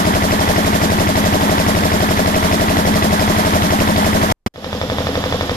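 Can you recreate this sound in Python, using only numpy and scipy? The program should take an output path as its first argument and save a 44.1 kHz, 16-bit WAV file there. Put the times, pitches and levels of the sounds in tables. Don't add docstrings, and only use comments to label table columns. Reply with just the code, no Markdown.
import sys
import numpy as np
from scipy import signal
from scipy.fft import rfft, irfft, next_fast_len
from scipy.io import wavfile
from scipy.ndimage import uniform_filter1d, minimum_filter1d, map_coordinates

SR = 44100
rng = np.random.default_rng(int(sys.argv[2]) if len(sys.argv) > 2 else 0)


def log_audio(samples):
    frames = np.atleast_2d(samples).T
    limited = np.clip(frames, -1, 1)
    pcm = np.round(limited * 32767).astype(np.int16)
    wavfile.write(sys.argv[1], SR, pcm)


N = 245195
CUT_S, LONE_S, RETURN_S = 4.325, 4.4632, 4.539


def amp(db):
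    return 10 ** (np.asarray(db) / 20)


def unit(x):
    return x / np.sqrt(np.mean(x ** 2) + 1e-20)


def along(points, hz):
    f, v = np.transpose(points)
    return np.interp(np.log(hz + 1), np.log(f + 1), v)


def wobble(rate):
    return map_coordinates(rng.standard_normal(int(N * rate / SR) + 4), [np.arange(N) * rate / SR])


def filtered(x, response):
    m = next_fast_len(N + SR // 2)
    return irfft(rfft(x, m) * response(np.fft.rfftfreq(m, 1 / SR)), m)[..., :N]


def add(track, s, sound):
    start = round(s * SR)
    sound = sound[max(-start, 0):]
    part = track[max(start, 0):][:len(sound)]
    part += sound[:len(part)]


def noise():
    return rng.standard_normal((2, N))


def coloured(pair, spectrum):
    # f/Hz, likeness (1 = the same)
    likeness = [(100, 0.95), (300, 1), (700, 0.76), (1300, 0.67), (2500, 0.051), (12000, 0.067)]

    def response(hz):
        angle = np.arccos(np.clip(along(likeness, hz), -1, 1)) / 2
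        return amp(along(spectrum, hz)) * [np.cos(angle), np.sin(angle)]

    mid, side = filtered(pair, response)
    return unit(np.array([mid + side, mid - side]))


def panned(pair, lean):
    return filtered(pair, lambda hz: amp(along(lean, hz) * np.array([[-1], [1]])))


def near_firings():
    # t/s, firings per second
    speed = [(0.0, 11.774), (0.6, 11.795), (1.3, 11.766), (1.8, 11.815), (2.6, 11.759), (3.5, 11.732),
             (4.3, 11.769)]
    first_s = .0524
    rate = np.interp(np.arange(N) / SR, *np.transpose(speed))
    cycles = np.floor(np.cumsum(rate * (np.arange(N) > first_s * SR)) / SR)
    firings = np.r_[first_s - 1 / speed[0][1], first_s, np.flatnonzero(np.diff(cycles)) / SR]
    return np.r_[firings[firings < CUT_S], LONE_S]


def exhaust_ring(firings, far, scatter_db, detune=.003):
    # delay after firing/ms, f/Hz, rise/ms, time to fade 60 dB/s, near level/dB, far level/dB
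    tones = [(0, 35, 5.4, 0.37, -28.5, -30), (0.5, 97, 2.1, 0.099, -12, -15.5),
             (0, 83, 15, 0.56, -23.5, -25.5), (12.95, 173, 2, .13, -11.5, -18.5),
             (17.37, 271, 12, 0.36, -21.5, -28.5), (17.73, 322, 1.2, 0.13, -24.5, -43),
             (18.68, 508, 0.93, 0.062, -25, -10.5), (19.89, 424, 2, 0.18, -25, -31),
             (18.8, 632, 3, .021, 2, -12), (28.35, 625, 4, .022, 1.3, -16),
             (42.1, 742, 2.9, 0.023, -16.5, -19), (43.4, 210, 0.31, 0.4, -15.5, -26),
             (23.77, 245, 2, 0.046, -39, -14.5), (0, 1950, .3, .013, -14.5, -26),
             (2.7, 2050, .3, .012, -12, -34), (2.61, 1000, 0.7, .012, -6, -38),
             (0, 3450, 0.27, 0.021, -36, -17.5)]
    track, t = np.zeros(N), np.arange(SR // 3) / SR
    for s in firings:
        for delay_ms, hz, rise_ms, t60, near_db, far_db in tones:
            size, pitch = rng.standard_normal(2)
            db = (far_db if far else near_db) + scatter_db * size
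            envelope = amp(db - 60 * t / t60) * (1 - np.exp(-1000 * t / rise_ms))
            add(track, s + delay_ms / 1000, -envelope * np.sin(2 * np.pi * hz * (1 + detune * pitch) * t))
    return track


def exhaust_cracks(firings, width_ms, echo_ms, echo_db):
    lead_in_ms = 2
    track, ms = np.zeros(N), np.arange(SR // 50) * 1000 / SR - lead_in_ms
    after = np.maximum(ms, 0) / (2 * width_ms)
    spike = np.exp(-np.abs(ms) / width_ms) - after * np.exp(-after)
    for s in firings - lead_in_ms / 1000:
        size = amp(.5 * rng.standard_normal())
        add(track, s, size * spike)
        add(track, s + echo_ms / 1000, size * amp(echo_db) * spike)
    return filtered(track, lambda hz: 1 / (1 + (hz / 6000) ** 4))


def clatter(firings):
    # delay after firing/ms, f/Hz, bandwidth/Hz, time to peak/ms, level/dB
    parts = [(2.31, 3500, 1800, 0.54, -20), (2.4, 5200, 1800, 1.8, -31), (2.3, 930, 400, 1.3, -30),
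             (11.73, 2600, 1400, 1.1, -22), (10.5, 5270, 980, 2.1, -29.5), (17.7, 5500, 2200, 2, -30),
             (29.4, 4120, 370, 1.8, -31), (39, 2800, 1000, 0.76, -27.5), (68.3, 1770, 100, 3.8, -29.5)]
    total, ms = np.zeros(N), np.arange(SR // 25) * 1000 / SR
    for delay_ms, hz, width, peak_ms, db in parts:
        knocks = np.zeros(N)
        envelope = ms / peak_ms * np.exp(1 - ms / peak_ms)
        for s in firings:
            add(knocks, s + delay_ms / 1000, amp(db + rng.standard_normal()) * envelope)
        band = filtered(rng.standard_normal(N), lambda f: 1 / (1 + (2 * (f - hz) / width) ** 2))
        total += knocks * unit(band)
    return total


def wall_echo(crack, t60):
    t = np.arange(SR // 5) / SR
    spectrum = [(100, -27), (350, -5.5), (800, 3.5), (2000, 5), (6000, -7.5)]  # f/Hz, level/dB
    tail = coloured(noise(), spectrum)[:, :len(t)] * amp(-60 * t / t60)
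    return signal.fftconvolve(crack[None], tail / np.linalg.norm(tail[0]), axes=1)[:, :N]


def gas_hiss(firings, spectrum, peak_ms, sharpness):
    flow = np.zeros(N)
    age = np.arange(SR // 6) * 1000 / SR / peak_ms
    swell = (age * np.exp(1 - age)) ** sharpness
    for s in firings:
        add(flow, s, amp(.9 * rng.standard_normal()) * swell)
    return flow * coloured(noise(), spectrum)


def rumble():
    # f/Hz, level/dB
    spectrum = [(20, -22), (60, -17.5), (100, -9.5), (140, -14.5), (205, 1), (245, -13), (272, -0.5),
                (310, -7.5), (450, -13.5), (900, -37.5)]
    return coloured(noise(), spectrum)


def bubbles(count, centre_hz, spread, cycles, size_db):
    when, rarity = rng.random((count, 3)).T[:2, :, None]
    hz = np.clip(centre_hz * np.exp(spread * rng.standard_normal((count, 1))), 300, 13000)
    samples = np.arange(512)
    phase = hz * samples / SR
    age = np.minimum(phase / cycles, 1)
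    size = amp(-size_db * np.log(.01 + .99 * rarity))
    fade = (1 - age) ** 2 * (1 - samples / len(samples))
    ring = size * np.sin(2 * np.pi * phase * (1 + 0.09 * age)) * fade
    positions = (when * N).astype(int) + samples
    return unit(np.bincount(positions.ravel(), ring.ravel(), N)[:N])


def water(spectrum, bubble_db, spray_db):
    gurgle = np.array([bubbles(4500, centre_hz=1300, spread=.6, cycles=16, size_db=2.2) for _ in range(2)])
    spray = np.array([bubbles(5000, centre_hz=9000, spread=.3, cycles=8, size_db=3.6) for _ in range(2)])
    surge = amp(.45 * wobble(9) + .55 * wobble(45))
    return surge * coloured(noise() + amp(bubble_db) * gurgle + amp(spray_db) * spray, spectrum)


def microphones(pair, lead_ms):
    shifted = filtered(pair, lambda hz: np.exp(1j * np.pi * hz * lead_ms / 1000 * np.array([[1], [-1]])))
    return signal.sosfilt(signal.butter(1, 8, "high", fs=SR, output="sos"), shifted)


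def at_tank():
    # f/Hz, level/dB
    hiss_spectrum = [(300, 4), (700, 1.5), (1300, -5), (1900, -8), (2700, -13), (3400, -10), (5400, -10),
                     (8800, -17.5), (11500, -13.5), (14000, -17.5)]
    # f/Hz, level/dB
    gush_spectrum = [(70, -37), (130, -25.5), (200, -13.5), (330, -14), (500, -15), (750, -12.5),
                     (1050, -10.5), (1400, -16), (1950, -15.5), (2700, -22.5), (3300, -18), (4200, -24.5),
                     (5400, -27), (8800, -35.5), (12000, -28), (14300, -37)]
    # f/Hz, lean to the right/dB
    lean = [(300, -0.5), (1100, -0.3), (1400, 1), (1750, 4), (2300, 0.9), (3300, 2.1), (5300, 3),
            (6300, 3.5), (7200, 4.5), (9000, 3.1), (12000, .5)]
    firings = near_firings()
    thump = exhaust_ring(firings, far=False, scatter_db=.6)
    crack = amp(-3) * exhaust_cracks(firings, width_ms=.23, echo_ms=2.84, echo_db=-2)
    to_left = amp([[1.1], [-1.1]])
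    engine = (thump + crack) * to_left + clatter(firings) + amp(-13.5) * wall_echo(crack, t60=.12)
    hiss = amp(-19.5) * gas_hiss(firings, hiss_spectrum, peak_ms=29.2, sharpness=3.1)
    engine += amp(-26) * rumble()
    gush = amp(-19.5) * water(gush_spectrum, bubble_db=-8.5, spray_db=-5.5)
    return microphones(engine + panned(hiss + gush, lean), lead_ms=.4125)


def thud(hz=210, t60=.04):
    track, t = np.zeros(N), np.arange(SR // 10) / SR
    add(track, LONE_S, amp(-5 - 60 * t / t60) * np.cos(2 * np.pi * hz * t))
    return track


def across_yard():
    # f/Hz, level/dB
    gush_spectrum = [(70, -23), (120, -1), (200, -10), (270, -14), (350, -16.5), (510, -5.5), (800, -12),
                     (1060, -14), (1900, -17.5), (2350, -22), (3450, -15), (4200, -23.5), (5300, -21.5),
                     (8700, -43), (11900, -31), (14300, -46)]
    # f/Hz, lean to the right/dB
    lean = [(700, -0.3), (1400, -0.5), (1850, 3.5), (2400, 0), (3500, 4.3), (5200, 4), (6300, 1.5),
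            (7100, 8), (8700, -1), (12000, 1)]
    first_s, firings_per_s = 4.5597, 11.757
    firings = np.arange(first_s, N / SR, 1 / firings_per_s)
    thump = exhaust_ring(firings, far=True, scatter_db=.9)
    crack = amp(2) * exhaust_cracks(firings, width_ms=.125, echo_ms=1.7, echo_db=-12)
    engine = thump + crack + amp(-6.5) * clatter(firings) + amp(-12) * wall_echo(crack, t60=.28)
    engine += amp(-29.5) * rumble()
    gush = amp(-25) * water(gush_spectrum, bubble_db=-17, spray_db=-10)
    return microphones(panned(engine + gush, lean), lead_ms=.19)


def scene():
    t = np.arange(N) / SR
    lone_ms = 1000 * (t - LONE_S)
    hold_ms, release_ms = 7.4, 15
    opening = np.clip(2 * lone_ms + 1, 0, 1)
    closing = np.clip(1 - (lone_ms - hold_ms) / release_ms, 0, 1) ** 2
    near_gain = np.clip(1000 * (CUT_S - t), 0, 1) + amp(-2.5) * opening * closing
    return_db, recover_s = -19, .13
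    far_gain = (t > RETURN_S) * amp(return_db * np.exp(-np.abs(t - RETURN_S) / recover_s))
    floor_spectrum = [(20, -1), (100, -19), (500, -28), (3000, -42.5), (14000, -49)]  # f/Hz, level/dB
    floor = amp(-70) * coloured(noise(), floor_spectrum)
    return near_gain * (at_tank() + thud()) + far_gain * across_yard() + floor


def limiter(x, ceiling_db, hold_ms):
    size = int(hold_ms * SR / 1000)
    needed = np.minimum(1, amp(ceiling_db) / (np.abs(x).max(axis=0) + 1e-9))
    held = minimum_filter1d(needed, size, origin=size // 4)
    return x * uniform_filter1d(held, size // 3)


def record(dry):
    top_hz = 14400
    held = limiter(dry, ceiling_db=-.6, hold_ms=12)
    return filtered(held, lambda hz: np.clip((top_hz - hz) / 300 + .5, 0, 1))


dry = scene()
out = record(dry)
log_audio(out)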